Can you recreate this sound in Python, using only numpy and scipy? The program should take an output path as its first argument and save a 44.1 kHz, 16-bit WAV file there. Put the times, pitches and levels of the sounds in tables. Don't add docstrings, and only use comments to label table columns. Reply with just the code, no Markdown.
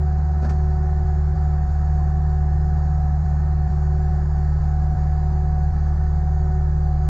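import sys
import numpy as np
from scipy import signal
from scipy.fft import rfft, irfft
from scipy.io import wavfile
from scipy.ndimage import uniform_filter1d

SR = 44100
rng = np.random.default_rng(int(sys.argv[2]) if len(sys.argv) > 2 else 0)


def wrap_up_sound(samples):
    columns = np.atleast_2d(samples).T
    tamed = np.clip(columns, -1, 1)
    steps = np.round(tamed * 32767).astype(np.int16)
    wavfile.write(sys.argv[1], SR, steps)


def attenuation_scalar(level_db):
    decades = np.asarray(level_db, float) / 20
    return 10 ** decades


N = 312649
SHAFT_HZ = 37.07


def evened(x):
    return x / np.sqrt(np.mean(abs(x) ** 2) + 1e-20)


def read(points, hz):
    f, value = np.transpose(points)
    return np.interp(np.log(hz + 1), np.log(f + 1), value)


# start_s, jump_turns (of the shaft)
PLAYBACK_SKIPS = [(.415, 0), (.485, 0), (1.045, .187), (1.353, .295), (1.674, .39), (1.814, 0),
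                  (2.758, .048), (3.24, -.411), (3.69, .348), (3.968, 0), (4.102, .051), (4.362, -.043),
                  (4.598, -.274), (4.96, -.305), (5.718, -.345)]


def tone(order, db, waver, waver_hz, lag_rad=0.):
    start_turn, fade_s, step = .27, 0.021, 64
    coarse = np.arange(0, N + step, step)
    skip_s, jump = np.transpose(PLAYBACK_SKIPS)
    knots = np.ravel([skip_s - fade_s / 2, skip_s + fade_s / 2], "F")
    after = np.cumsum(jump)
    turns = start_turn + np.ravel([after - jump, after], "F")
    skipping = np.interp(coarse / SR, knots, np.exp(2j * np.pi * order * turns))

    a, b = rng.standard_normal((2, len(coarse)))
    pole = np.exp(-2 * np.pi * waver_hz * step / SR)
    slow = evened(signal.lfilter([1], [1, -pole], a + 1j * b))
    shape = np.interp(np.arange(N), coarse, skipping * (1 + waver * slow))

    angle = 2 * np.pi * order * SHAFT_HZ * np.arange(N) / SR + lag_rad
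    return np.sqrt(2) * attenuation_scalar(db) * (shape.real * np.cos(angle) - shape.imag * np.sin(angle))


# tone_name, centre_s, dip_db, width_s
TONE_DIPS = [("shake", 0, -14.5, 0.18), ("shake", .34, -15, .16), ("shake", .5, -5, 0.087),
             ("shake", 3.4, -2.5, .8), ("firing", .31, -2.5, 0.37), ("firing", 1.03, -2.2, 0.56),
             ("firing", 1.745, -2.7, .25), ("firing", 6.05, -2.5, .7), ("pump", 0, -15.5, 0.073),
             ("pump", 1.224, -19, 0.087), ("pump", 2.61, -4.5, 0.081), ("pump", 3.2, -10, 0.05),
             ("pump", 3.38, -3.5, 0.16), ("pump", 3.55, -5, 0.14), ("pump", 3.9, -4, 0.2),
             ("pump", 4.27, -25, .08), ("pump", 4.56, -9, 0.091), ("pump", 4.5, -4, .3),
             ("pump", 5.79, -7, 0.073), ("pump", 5.96, -9, 0.094), ("pump", 6.1, -6, .1)]


def dipped(db, name):
    t = np.arange(N) / SR
    for tone_name, centre, dip_db, width in TONE_DIPS:
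        if tone_name == name:
            db = db + dip_db * np.exp(-(2 * (t - centre) / width) ** 2)
    return db


# time_s, level_db
PUMP_SWELL = [(0, -40), (.25, -48.5), (.55, -40.5), (1.3, -43), (1.7, -50), (2.2, -46), (2.7, -45),
              (3.15, -52.5), (3.65, -48), (3.92, -43), (4.5, -48.5), (5.15, -50), (5.4, -43.5), (5.75, -49),
              (6.25, -48), (6.55, -40.5), (6.8, -47.5), (7.09, -46)]
FAINT_ORDERS = [1.52, 3.4, 4.59, 5, 6, 7, 8, 9, 9.5, 11, 12, 13.5, 14, 14.5, 15, 15.5, 16, 18, 20.6, 22,
                22.5, 25, 25.5, 30, 31, 32, 33, 35, 40, 44.5, 46, 49, 54, 110, 180, 190, 200, 210, 220, 230,
                260]
FAINT_LEVELS = [-45, -47.5, -43.5, -48, -53.5, -71, -69.5, -57.5, -57, -59.5, -67.5, -63.5, -62.5, -68, -62,
                -69, -65.5, -62, -53, -53, -62, -64, -60, -64.5, -64.5, -68, -68, -60, -60, -66.5, -69.5,
                -63.5, -77.5, -81, -73.5, -79, -80, -94, -91, -99, -102]


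def drone():
    t = np.arange(N) / SR
    beat_lag = 2.28
    shake = tone(1, dipped(-29.5 + 0.49 * t, "shake"), waver=.06, waver_hz=4, lag_rad=.48)
    exhaust = tone(2, -19 - 0.16 * t, waver=0.071, waver_hz=4.4, lag_rad=beat_lag)
    exhaust += tone(4, dipped(-25.5, "firing"), waver=0.014, waver_hz=2.3, lag_rad=beat_lag)
    pump = tone(10, np.interp(t, *np.transpose(PUMP_SWELL)), waver=0.32, waver_hz=9.4)
    pump += tone(20, dipped(-40, "pump"), waver=0.067, waver_hz=11)
    faint = np.zeros(N)
    for order, db in zip(FAINT_ORDERS, FAINT_LEVELS):
        lag = 1.17 * rng.standard_normal()
        faint += tone(order, db, waver=0.5, waver_hz=3 + 0.03 * order, lag_rad=lag)
    return shake + exhaust + pump + faint


# frequency_hz, relative_density_db (per Hz)
ROAR_SPECTRUM = [(25, -52.5), (110, -50), (190, -51), (280, -71.5), (470, -73.5), (880, -71), (1420, -76),
                 (2200, -84.5), (3000, -94), (4600, -89), (5500, -88.5), (6600, -88.5), (7500, -99),
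                 (9500, -110), (11300, -124), (12000, -108), (14200, -111), (15200, -121)]
# centre_hz, width_hz, lift_db
ENGINE_PANELS = [(354, 85, 5.5), (580, 120, 6), (740, 118, 14.5), (1025, 40, 6.5), (1104, 61, 2.5),
                 (1297, 58, 6), (1700, 360, 10), (4520, 570, 6), (7060, 140, 11.5), (605, 28, -4),
                 (7160, 85, -8)]


def roar():
    level_db, size, hop = -37, 2048, 512
    frames, hz = N // hop + 5, np.fft.rfftfreq(size, 1 / SR)
    a, b, streaks, patches = rng.standard_normal((frames, len(hz), 4)).T
    streaks = evened(uniform_filter1d(uniform_filter1d(streaks, size=2, axis=0), size=8, axis=1))
    patches = evened(uniform_filter1d(uniform_filter1d(patches, size=20, axis=0), size=4, axis=1))

    colour = read(ROAR_SPECTRUM, hz)
    for centre, width, lift_db in ENGINE_PANELS:
        colour += lift_db / (1 + (2 * (hz - centre) / width) ** 2)
    z = (a + 1j * b) * attenuation_scalar(colour[:, None] + 1.4 * streaks + 0.31 * patches)
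    noise = evened(signal.istft(z, nperseg=size, noverlap=size - hop)[1][:N])

    body = signal.lfilter(*signal.butter(2, 2500, fs=SR), noise)
    firing = np.cos(2 * np.pi * 2 * SHAFT_HZ * np.arange(N) / SR)
    return attenuation_scalar(level_db) * (noise + 0.064 * body * firing)


# start_s, start_centre_hz, longest_s, ear_phase_rad
CLEAR_SLIPS = [(.05, 1860, .38, 1.5), (.043, 1350, .2, 0.8), (.755, 1700, .3, -1.2),
               (1.104, 1965, .26, -1.7), (1.11, 1380, .24, 0.5), (1.934, 1386, .23, -1.1),
               (2.266, 1526, .57, 1.2), (2.64, 1060, .12, -2), (2.85, 1870, .39, -1),
               (3.406, 1680, .3, 1.5), (3.728, 757, .22, .3), (4.623, 1930, .35, 2.3),
               (5.148, 1530, .6, 1.6), (5.148, 1330, .6, 0.9), (5.361, 1920, .4, 2), (5.792, 1060, .3, 0.8),
               (6.05, 1365, 1.1, -1.5), (6.09, 1810, .9, 1.6), (6.197, 920, .9, -0.5), (6.62, 775, .25, -2),
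               (6.604, 2060, .5, -2), (6.69, 1800, .37, 1.5)]


def slips():
    s, height, wide, lasts, angle = rng.random((6000, 5)).T
    treble = np.c_[s * (N / SR + 1) - 1, 2050 + 13500 * height ** .8, 25 + 70 * wide,
                   .1 + .5 * lasts, 2 * np.pi * (angle - .5)]
    s, height, lasts, angle = rng.random((24, 4)).T
    low = np.c_[s * N / SR, 600 + 1450 * height ** .6, np.full(24, 80),
                .08 + .15 * lasts, 1.5 * (angle - .5)]
    clear = np.insert(CLEAR_SLIPS, 2, 150, axis=1)
    return np.r_[treble, low, clear]


def stretched(x):
    slide_hz_per_s, wipe_top_hz = 480, 9500
    hz, t, z = signal.stft(x, SR, nperseg=2048, noverlap=1536, boundary="even")
    bin_hz = hz[1]
    creep = np.round(t * slide_hz_per_s / bin_hz).astype(int)
    offset = np.zeros((len(hz) + creep[-1] + 1, len(t)))
    wipes = np.r_[np.transpose(PLAYBACK_SKIPS)[0], 99]

    for s, centre, width, lasts, angle in slips():
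        if centre > wipe_top_hz:
            end = s + 2 * lasts
        else:
            end = min(s + lasts, wipes[wipes > s][0])
        lowest = (centre - width / 2 + s * slide_hz_per_s) / bin_hz
        bottom, top = max(int(lowest), 0), max(int(lowest + width / bin_hz) + 1, 0)
        offset[bottom:top, np.searchsorted(t, s):np.searchsorted(t, end)] = angle
    offset = np.take_along_axis(offset, np.arange(len(hz))[:, None] + creep, axis=0)

    z *= np.exp(1j * np.array([offset, -offset]) / 2)
    return signal.istft(z, SR, nperseg=2048, noverlap=1536)[1][:, :N]


def burst(points, size, tilt_db=0.):
    hz = np.fft.rfftfreq(size, 1 / SR)
    colour = read(points, hz) + tilt_db * np.log2(np.maximum(hz / 6000, 1))
    return evened(irfft(rfft(rng.standard_normal(size)) * attenuation_scalar(colour), size))


# start_s, strike_db (gain of rattle and ring), rise_s, knock_db (gain),
# tilt_db_per_octave (of the rattle above 6 kHz)
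LATCH_BLOWS = [(.419, -48, 0.012, -37, -14), (0.442, -45.5, .006, -34, -14),
               (0.488, -42, 0.01, -38.5, -4.5)]
# frequency_hz, relative_density_db (per Hz)
RATTLE_SPECTRUM = [(900, -5), (1500, 1.5), (2000, -3), (2600, -13.5), (3400, -17), (4500, -9),
                   (6000, -12.5), (8000, -18), (9500, -30), (12000, -31), (15500, -44)]
# pitch_hz, relative_db, t60_s
LATCH_MODES = [(1430, -2, 0.11), (1750, 3, 0.19), (2480, -6, 0.094), (4440, -12, .1), (5000, -23, .15),
               (6110, -11, 0.13), (11800, -41, .06)]
# frequency_hz, relative_density_db (per Hz)
KNOCK_SPECTRUM = [(120, -19.5), (220, -4), (300, -8), (500, -5), (900, -10.5), (1500, -16), (3000, -53)]


def clank():
    out, t = np.zeros(N), np.arange(SR // 4) / SR
    for s, strike_db, rise, knock_db, tilt_db in LATCH_BLOWS:
        fall = attenuation_scalar(-60 * np.maximum(t - rise, 0) / .14)
        ring = np.zeros(len(t))
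        for hz, db, t60 in LATCH_MODES:
            ring += attenuation_scalar(db - 60 * t / t60) * np.sin(2 * np.pi * (hz * t + rng.random()))
        boom = attenuation_scalar(6.5 - 60 * t / 0.19) * np.sin(2 * np.pi * 222 * t)
        knock = attenuation_scalar(knock_db) * (burst(KNOCK_SPECTRUM, len(t)) * fall + boom)
        rattle = burst(RATTLE_SPECTRUM, len(t), tilt_db) * fall
        blow = attenuation_scalar(strike_db) * (rattle + attenuation_scalar(-3) * ring) + knock
        out[round(s * SR):][:len(t)] += np.minimum(t / rise, 1) * blow
    return out


def scene():
    mono = drone() + roar() + clank()
    return np.array([mono, mono])


def low_pass(x):
    return signal.sosfilt(signal.butter(12, 15140, fs=SR, output="sos"), x)


def record(dry):
    mix = stretched(dry)
    return low_pass(mix)


dry = scene()
out = record(dry)
wrap_up_sound(out)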